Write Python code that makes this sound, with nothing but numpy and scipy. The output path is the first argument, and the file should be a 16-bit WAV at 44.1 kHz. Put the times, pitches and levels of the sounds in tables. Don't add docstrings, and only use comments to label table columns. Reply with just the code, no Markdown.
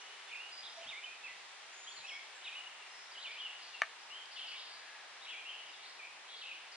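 import sys
import numpy as np
from scipy import signal
from scipy.fft import rfft, irfft
from scipy.io import wavfile
from scipy.ndimage import uniform_filter1d

SR = 44100
rng = np.random.default_rng(int(sys.argv[2]) if len(sys.argv) > 2 else 0)


def dump(signal):
    limited = np.clip(np.atleast_2d(signal).T, -1, 1)
    pcm = np.round(limited * 32767).astype(np.int16)
    wavfile.write(sys.argv[1], SR, pcm)


def convert_level_to_amplitude(level_db):
    exponent = np.asarray(level_db, float) / 20
    return 10 ** exponent


N = 298102


def walk(rate, count=N):
    k = int(SR / rate)
    held = np.repeat(rng.standard_normal(count // k + 1), k)
    return 1.252 * uniform_filter1d(uniform_filter1d(held, k), k)[:count]


def add(out, s, x, pan_db):
    i = max(int(s * SR), 0)
    x = np.atleast_2d(x)[:, :N - i]
    out[:, i:i + x.shape[1]] += x * convert_level_to_amplitude(np.array([[pan_db], [-pan_db]]) / 2)


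def scatter(t60, gap_s):
    t = np.arange(int(.9 * SR)) / SR
    shared, left, right = rng.standard_normal((3, len(t)))
    build_up = 1 - np.exp(-(t / gap_s) ** 2)
    decay = np.exp(-np.log(1000) * t / t60)
    tail = np.array([shared + 0.36 * left, shared + 0.86 * right]) * decay * build_up
    spectrum = rfft(tail)
    tail = irfft(spectrum / np.sqrt(uniform_filter1d(np.abs(spectrum) ** 2, size=30)), len(t))
    return tail / np.sqrt(np.sum(tail ** 2) / 2)


def hook(s, top, bottom, tail, db, drop, climb, jump_s, shape_db):
    fall_s = (top - bottom) / drop
    start = top * (1 - 0.03 * jump_s / .012)
    times = s + np.array([-jump_s, 0, .42 * fall_s, fall_s, fall_s + tail])
    pitches = [start, top, top - .72 * (top - bottom), bottom, bottom + climb * tail]
    return times, pitches, db + np.array(shape_db)[[0, 1, 2, 2, 3]]


def dip(s, length, edge, turn, db):
    return s + length * np.array([0, .5, 1]), [edge, turn, edge], db + np.array([1.5, -1.5, 1.5])


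def slur(s, length, start, end, db, reach, onset_db, fade_db):
    u = np.linspace(0, 1, num=11)
    hz = start + (end - start) * np.clip(u / max(reach, .05), 0, 1)
    return s + length * u, hz, db + np.interp(u, [0, .3, 1], [onset_db, 0, fade_db])


def notes():
    # [top at t/s, top f/Hz, bottom f/Hz, tail/s, level/dB]
    hooks = [
        (.897, 3720, 2047, .05, -48),
    ]
    lazy_hooks = [
        (3.245, 3200, 2200, 0.055, -48),
        (5.31, 3150, 2250, 0.045, -49),
    ]
    # [top at t/s, top f/Hz, bottom f/Hz, tail/s, level/dB]
    steps = [
        (1.05, 3080, 2420, 0.07, -50),
        (1.048, 3080, 2700, .004, -51),
        (2.09, 3400, 2170, 0.08, -48),
        (3.408, 3250, 2930, 0.045, -43.5),
    ]
    # [t/s, length/s, edge f/Hz, turn f/Hz, level/dB]
    dips = [
        (0.9, 0.02, 2820, 2800, -58),
        (3.147, 0.04, 3350, 2800, -52),
        (4.36, 0.05, 3150, 2640, -49),
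        (4.448, 0.0265, 3050, 2600, -50),
        (4.476, 0.021, 3100, 2680, -50),
        (6.43, 0.0336, 2750, 2480, -51),
        (5.988, 0.072, 2560, 2250, -52.5),
    ]
    # [t/s, length/s, from f/Hz, to f/Hz, level/dB]
    flicks = [(3.172, .022, 2850, 3200, -50), (.648, 0.014, 3200, 3900, -52),
              (.657, 0.031, 3960, 3115, -54), (0.865, 0.026, 3050, 3480, -51),
              (1.236, 0.038, 2690, 2496, -49.5), (1.868, 0.028, 3040, 3435, -51.5),
              (1.904, 0.019, 3340, 3560, -55.5), (.888, .016, 3700, 3740, -47),
              (2.015, 0.026, 2400, 2450, -61), (2.041, 0.019, 2510, 2620, -47.5),
              (2.062, 0.014, 2650, 3300, -50), (1.028, .018, 2250, 2980, -52),
              (.906, .012, 2500, 3100, -54), (.315, .03, 3150, 2200, -53), (6.452, .014, 2500, 3000, -50),
              (2.355, 0.033, 1790, 1580, -59), (2.442, 0.023, 4000, 3490, -52),
              (2.449, 0.023, 3370, 2600, -50), (2.468, 0.018, 2610, 2410, -48),
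              (2.47, 0.029, 3880, 2445, -48.5), (2.509, 0.0505, 2350, 2634, -52.5),
              (2.818, .016, 2780, 2730, -53), (5.487, 0.023, 3120, 3160, -45),
              (3.263, 0.027, 3560, 3490, -51), (3.363, 0.023, 2260, 3090, -52),
              (3.384, .01, 3160, 3170, -46), (3.254, .024, 2790, 3250, -51),
              (3.455, 0.019, 2890, 2760, -42), (4.358, .02, 3190, 3700, -51.5),
              (4.388, .018, 3300, 3080, -46), (3.735, 0.022, 2900, 2700, -48),
              (4.518, 0.012, 2250, 2150, -51), (5.3, 0.03, 3400, 3370, -53), (5.284, .016, 3000, 3380, -50),
              (5.44, 0.045, 2600, 2850, -53), (5.73, 0.022, 3900, 3300, -55),
              (6.466, 0.039, 3020, 2493, -50.5)]
    # [t/s, length/s, from f/Hz, to f/Hz, level/dB]
    slurs = [(0.268, 0.048, 3560, 3540, -58), (0.392, 0.07, 2680, 2850, -51), (.452, .045, 2860, 2880, -50),
             (.972, .026, 2250, 2340, -51), (.77, 0.061, 672, 667, -53.5), (.822, 0.016, 3050, 3110, -53),
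             (.196, .018, 3080, 3050, -59), (2.125, .035, 3370, 3350, -55), (2.074, .03, 3330, 3380, -52),
             (1.274, .014, 2600, 2680, -52), (5.6, .02, 2900, 2880, -53), (1.256, 0.075, 2700, 2000, -51.5),
             (1.262, .016, 2560, 2500, -50), (1.32, .03, 1990, 1940, -58), (2.859, .016, 2420, 2400, -60),
             (2.902, .016, 2350, 2430, -59), (4.1, .12, 2690, 3145, -51), (6.512, .02, 2530, 2470, -54),
             (4.7, 0.46, 1665, 1677, -62.5), (5.525, 0.055, 2900, 2820, -50)]
    # [t/s, length/s, from f/Hz, to f/Hz, level/dB]
    burrs = [(0.311, 0.07, 2450, 2560, -49.5), (0.629, 0.05, 3800, 3740, -52),
             (3.192, 0.0546, 3600, 3750, -54), (2.628, 0.056, 2650, 2880, -55.5),
             (2.75, .06, 2780, 2860, -61), (2.418, .03, 2900, 3300, -56), (4.37, 0.035, 3500, 3500, -52),
             (4.447, 0.043, 3500, 3300, -52.5), (4.575, .06, 3800, 3800, -59), (4.54, .1, 2950, 3050, -55),
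             (3.5, .1, 2950, 3000, -56), (.805, .04, 2700, 2800, -58), (5.262, 0.035, 2750, 2750, -51),
             (5.44, .11, 2550, 2750, -55), (4.41, .04, 3050, 2950, -52), (6.43, .03, 3600, 3500, -55),
             (5.271, 0.0436, 2780, 3100, -49.5), (6.279, 0.0704, 3850, 3700, -53),
             (6.5, .035, 2650, 2500, -52), (6.54, .07, 2700, 2750, -59), (6.365, .06, 4500, 3900, -54.5),
             (5.63, 0.075, 2950, 2850, -57)]
    # [t/s, length/s, from f/Hz, to f/Hz, level/dB]
    seeps = [(0.52, 0.04, 4900, 4880, -51), (.564, .045, 4870, 4860, -50), (0.75, 0.07, 5840, 5880, -62),
             (4.705, .045, 4600, 4600, -57), (2.055, 0.15, 5250, 5330, -59),
             (2.345, 0.076, 7400, 7250, -63), (3.659, 0.055, 5850, 6100, -63)]
    # [t/s, length/s, from f/Hz, to f/Hz, level/dB]
    trill = [
        (1.725, 0.28, 6780, 7050, -59.5),
    ]
    # [t/s, length/s, from f/Hz, to f/Hz,
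    # level/dB]
    hoarse = [(2.9, .18, 5200, 5400, -60.5), (3.225, .016, 4450, 4500, -55), (3.215, .032, 3800, 4000, -52),
              (3.115, .016, 4750, 4750, -51), (3.395, .018, 3500, 3600, -50), (.06, .09, 3000, 2950, -59),
              (2.551, .068, 2850, 2880, -48.5), (2.66, .024, 2800, 2900, -53),
              (6.28, .035, 3260, 3280, -53), (6.335, .025, 3280, 3260, -52), (5.99, .02, 2520, 2450, -52),
              (5.84, .018, 4400, 4450, -57), (5.89, .02, 5050, 5250, -58), (.014, .022, 3050, 2830, -52),
              (4.38, .018, 4150, 4120, -57), (4.5, .018, 4200, 4600, -57), (1.84, .025, 3600, 3750, -61.5),
              (1.912, .022, 4400, 4500, -53), (5.8, .03, 2320, 2320, -58), (5.75, .02, 2650, 2750, -58),
              (2.065, .04, 5570, 5550, -57), (5.215, .04, 3580, 3800, -54), (4.59, .04, 3800, 3800, -57),
              (5.355, .03, 3300, 3250, -56)]
    # [t/s, length/s, from f/Hz, to f/Hz,
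    # level/dB]
    scrapes = [(5.854, .03, 3450, 4900, -54.5), (.282, .022, 3300, 2450, -55.5),
               (.35, .04, 2400, 2650, -52), (.838, .02, 2900, 2550, -53), (5.247, .018, 3800, 2760, -52),
               (4.498, .028, 3450, 2200, -49), (4.51, .02, 3350, 2650, -50), (4.53, .045, 2950, 3800, -51),
               (6.338, .026, 3800, 4750, -56), (6.414, .017, 3450, 2640, -50),
               (1.962, .024, 4600, 3900, -53), (.325, .025, 2900, 2150, -52),
               (4.465, .025, 5100, 4500, -56), (5.825, .028, 3800, 4600, -57)]
    # [t/s, length/s, from f/Hz, to f/Hz, level/dB]
    chatter = [(0.69, 0.05, 4400, 5200, -56), (1.973, 0.055, 4500, 3890, -53), (.001, .03, 6300, 6000, -58),
               (4.575, .055, 4950, 4450, -53), (4.64, .17, 4600, 4500, -57), (3.31, 0.045, 4700, 4500, -57),
               (3.587, 0.19, 4540, 4120, -59), (3.62, .04, 4870, 4670, -55.5),
               (3.99, 0.06, 4730, 5400, -62), (4.314, 0.065, 4800, 4500, -53), (4.48, .04, 4900, 4400, -56),
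               (5.684, .04, 5060, 4900, -60), (6.717, 0.031, 5410, 4360, -51)]
    clear, burred, thin = (30, 87.6, 0.45), (53, 93, 5.5), (49, 100, 0.38)
    wavering, buzzy = (-48.5, 110, 1.7), (60, 99, 6.56)
    raspy = (56, 96, 1.8)

    sung = [(hook(*n, 42000, 6400, .006, (12.0, 3.5, -2.5, -5.5)), clear) for n in hooks]
    sung += [(hook(*n, 22500, 6400, .004, (1.5, 2.5, -2.0, -3)), clear) for n in lazy_hooks]
    sung += [(hook(*n, 42000, 1200, .012, (0, 1.5, -2.0, -4)), clear) for n in steps]
    sung += [(dip(*n), clear) for n in dips]
    # share of the note spent gliding, onset dB, closing dB
    for table, voice, shape in [(flicks, clear, (0.96, -1.5, 0)), (slurs, clear, (0.392, -1.1, -6)),
                                (burrs, burred, (0.602, -0.5, -3.0)), (seeps, thin, (0.288, -6, -10.5)),
                                (trill, wavering, (1.0, -1.7, -2)), (hoarse, raspy, (.4, -3, -5)),
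                                (scrapes, raspy, (.97, -1.5, -1.5)), (chatter, buzzy, (0.59, -2.5, -9.0))]:
        sung += [(slur(*n, *shape), voice) for n in table]
    return sung


def birds():
    # [t/s, left minus right/dB, added distance/m]
    flock = [
        (0, -3, -8),
        (1.3, -3, -8),
        (2.0, 0, -4),
        (3.3, 0, 0),
        (3.6, 3, 12),
        (5.6, 3, 16),
        (6.0, 0, 12),
        (6.76, 1, 18),
    ]
    flock_s, flock_pan_db, flock_away_m = np.transpose(flock)
    direct, send = np.zeros((2, N)), np.zeros((2, N))
    trees = scatter(.56, 0.012)
    for (s, hz, db), (lag_us, metres, flutter_pct) in notes():
        pan_db = np.interp(s[0], flock_s, flock_pan_db)
        away = np.interp(s[0], flock_s, flock_away_m)
        metres = metres + away
        flutter_pct = flutter_pct + 0.035 * max(away, 0)
        t = np.arange(s[0] - .003, s[-1] + .004, 1 / SR)
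        flutter, waver, sway, wander = (walk(rate, count=SR // 2)[:len(t)] for rate in (700, 70, 170, 80))
        pitch = uniform_filter1d(np.interp(t, s, hz), size=200)
        pitch = pitch * (1 + 1.23 * flutter_pct / 100 * flutter + .2 / 100 * wander)
        edge = np.clip(np.minimum(t - t[0], t[-1] - t) / .009, 0, 1)
        level = np.sqrt(2) * edge * convert_level_to_amplitude(np.interp(t, s, db) + 1.6 * waver)
        phase = 2 * np.pi * np.cumsum(pitch) / SR
        lag = np.pi * pitch * lag_us / 1e6
        add(direct, t[0], level * np.sin([phase - lag, phase + lag]) * 100 / max(metres, 30), pan_db)
        phase = phase + 2 * sway
        add(send, t[0], level * np.sin([phase - lag, phase + lag]) * max(metres, 0) / 100, 0)
    echoes = signal.fftconvolve(send, trees, axes=1)[:, :N]
    return convert_level_to_amplitude(-1.1) * direct + convert_level_to_amplitude(-1.1) * echoes


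def ring(hz, t60, rise_s, length_s):
    t = np.arange(int(length_s * SR)) / SR
    return np.sin(2 * np.pi * hz * t) * np.exp(-np.log(1000) * t / t60) * (1 - np.exp(-t / rise_s))


def sheet():
    # [t/s, peak level/dB, left minus right/dB]
    snap = [
        (3.8172, -32, 0),
        (3.8184, -13.2, 2),
        (3.8229, -25, 0),
        (3.8305, -31, 0),
        (3.8337, -27, 1),
    ]
    # [f/Hz, level/dB, t60/s]
    modes = [(680, -6, 0.011), (1203, -8.5, 0.041), (1763, 5, 0.0095), (2300, -1.5, 0.013),
             (2960, -9, 0.014), (3740, -15, 0.011), (4440, -15.5, 0.011), (5770, -10, 0.0044),
             (6600, -19, 0.0078), (9200, -29, 0.011), (10300, -30, 0.0052), (7880, -24, 0.0074)]
    # [t/s, peak level/dB, f/Hz]
    ticks = [
        (4.2572, -38, 4800),
        (4.0344, -48, 5200),
    ]
    out = np.zeros((2, N))
    for k, (s, db, pan_db) in enumerate(snap):
        dull_db = 2.5 * max(k - 1, 0)
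        hit = 0
        for m, (hz, mode_db, t60) in enumerate(modes):
            gain = (-1) ** m * convert_level_to_amplitude(mode_db - dull_db * abs(np.log2(hz / 1600)))
            hit = hit + gain * ring(hz, t60, .0007, .08)
        add(out, s, convert_level_to_amplitude(db) * hit / np.abs(hit).max(), pan_db)
    near = signal.fftconvolve(out, scatter(.1, .012), axes=1)[:, :N]
    far = signal.fftconvolve(out, scatter(.4, .03), axes=1)[:, :N]
    out = out + convert_level_to_amplitude(-17) * near + convert_level_to_amplitude(-23) * far
    for s, db, hz in ticks:
        add(out, s, convert_level_to_amplitude(db) * ring(hz, .008, .0005, .03), 0)
    return signal.sosfilt(signal.butter(2, 330, "high", fs=SR, output="sos"), out)


def bumps():
    # [t/s, peak level/dB, left minus right/dB]
    touches = [(0.631, -74, 4), (0.848, -65, -3), (1.079, -79, -5), (1.229, -77, -3), (1.289, -75, 8),
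               (1.34, -78, 3), (1.409, -80, 0.5), (1.975, -70, 4), (5.634, -79, -3.0), (5.699, -83, -3)]
    out = np.zeros((2, N))
    low = signal.butter(2, [62, 200], "band", fs=SR, output="sos")
    t = np.arange(int(.1 * SR)) / SR
    for s, db, pan_db in touches:
        thud = signal.sosfilt(low, rng.standard_normal(len(t)) * t * np.exp(-t / 0.013))
        add(out, s, convert_level_to_amplitude(db) * thud / np.abs(thud).max(), pan_db)
    return out


def hiss(spectrum, db, swell):
    hz = np.fft.rfftfreq(N, 1 / SR) + 1
    points, gains = np.transpose(spectrum)
    noise = rfft(rng.standard_normal(N)) * convert_level_to_amplitude(np.interp(np.log(hz), np.log(points), gains))
    half_octave = 2 * np.log2(hz / 20)
    fade = 2.5 * np.linspace(.5, -.5, N)
    out = np.zeros(N)
    for k in range(20):
        band = irfft(noise * np.clip(1 - np.abs(half_octave - k), 0, 1), N)
        out += band * convert_level_to_amplitude(.4 * swell + .7 * walk(6) + fade * (k / 19) ** 2)
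    return out * convert_level_to_amplitude(db) / np.sqrt(np.mean(out ** 2))


def air():
    # [f/Hz, level/dB per Hz]
    air_mid = [(12, -71), (20, -45.5), (226, -22.5), (354, -12), (569, -7), (780, -0.5), (1470, -2),
               (1960, 0.5), (3410, -3), (9800, -22.5), (10900, -25), (14200, -59), (22000, -120)]
    air_side = [(12, -74), (20, -39), (156, -36), (393, -17), (684, -8), (1220, -5.5), (2490, -5.5),
                (4560, -7), (6600, -11), (9800, -21), (10900, -24.5), (14200, -47), (22000, -120)]
    # [f/Hz, left minus right/dB]
    shade = [(300, .7), (1400, 1.4), (3000, 1), (5000, .2), (6800, -.5), (10000, -1.8)]
    # [f/Hz, level/dB rms]
    hum = [
        (120, -103),
        (404, -86),
    ]
    swell = walk(0.99)
    mid, side = hiss(air_mid, -54.5, swell), hiss(air_side, -58, swell)
    t = np.arange(N) / SR
    for hz, db in hum:
        mid = mid + np.sqrt(2) * convert_level_to_amplitude(db + 3.4 * walk(3.22)) * np.sin(2 * np.pi * hz * t)
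    shade_hz, shade_db = np.transpose(shade)
    pan_db = np.interp(np.log(np.fft.rfftfreq(N, 1 / SR) + 1), np.log(shade_hz), shade_db)
    return irfft(rfft([mid + side, mid - side]) * convert_level_to_amplitude(np.array([pan_db, -pan_db]) / 2), N)


def scene():
    return birds() + sheet() + bumps() + air()


def low_pass(x):
    return signal.sosfilt(signal.butter(12, 11040, fs=SR, output="sos"), x)


def record(dry):
    cut = signal.sosfilt(signal.ellip(10, .2, 60, 11000, fs=SR, output="sos"), dry)
    return low_pass(cut)


dry = scene()
out = record(dry)
dump(out)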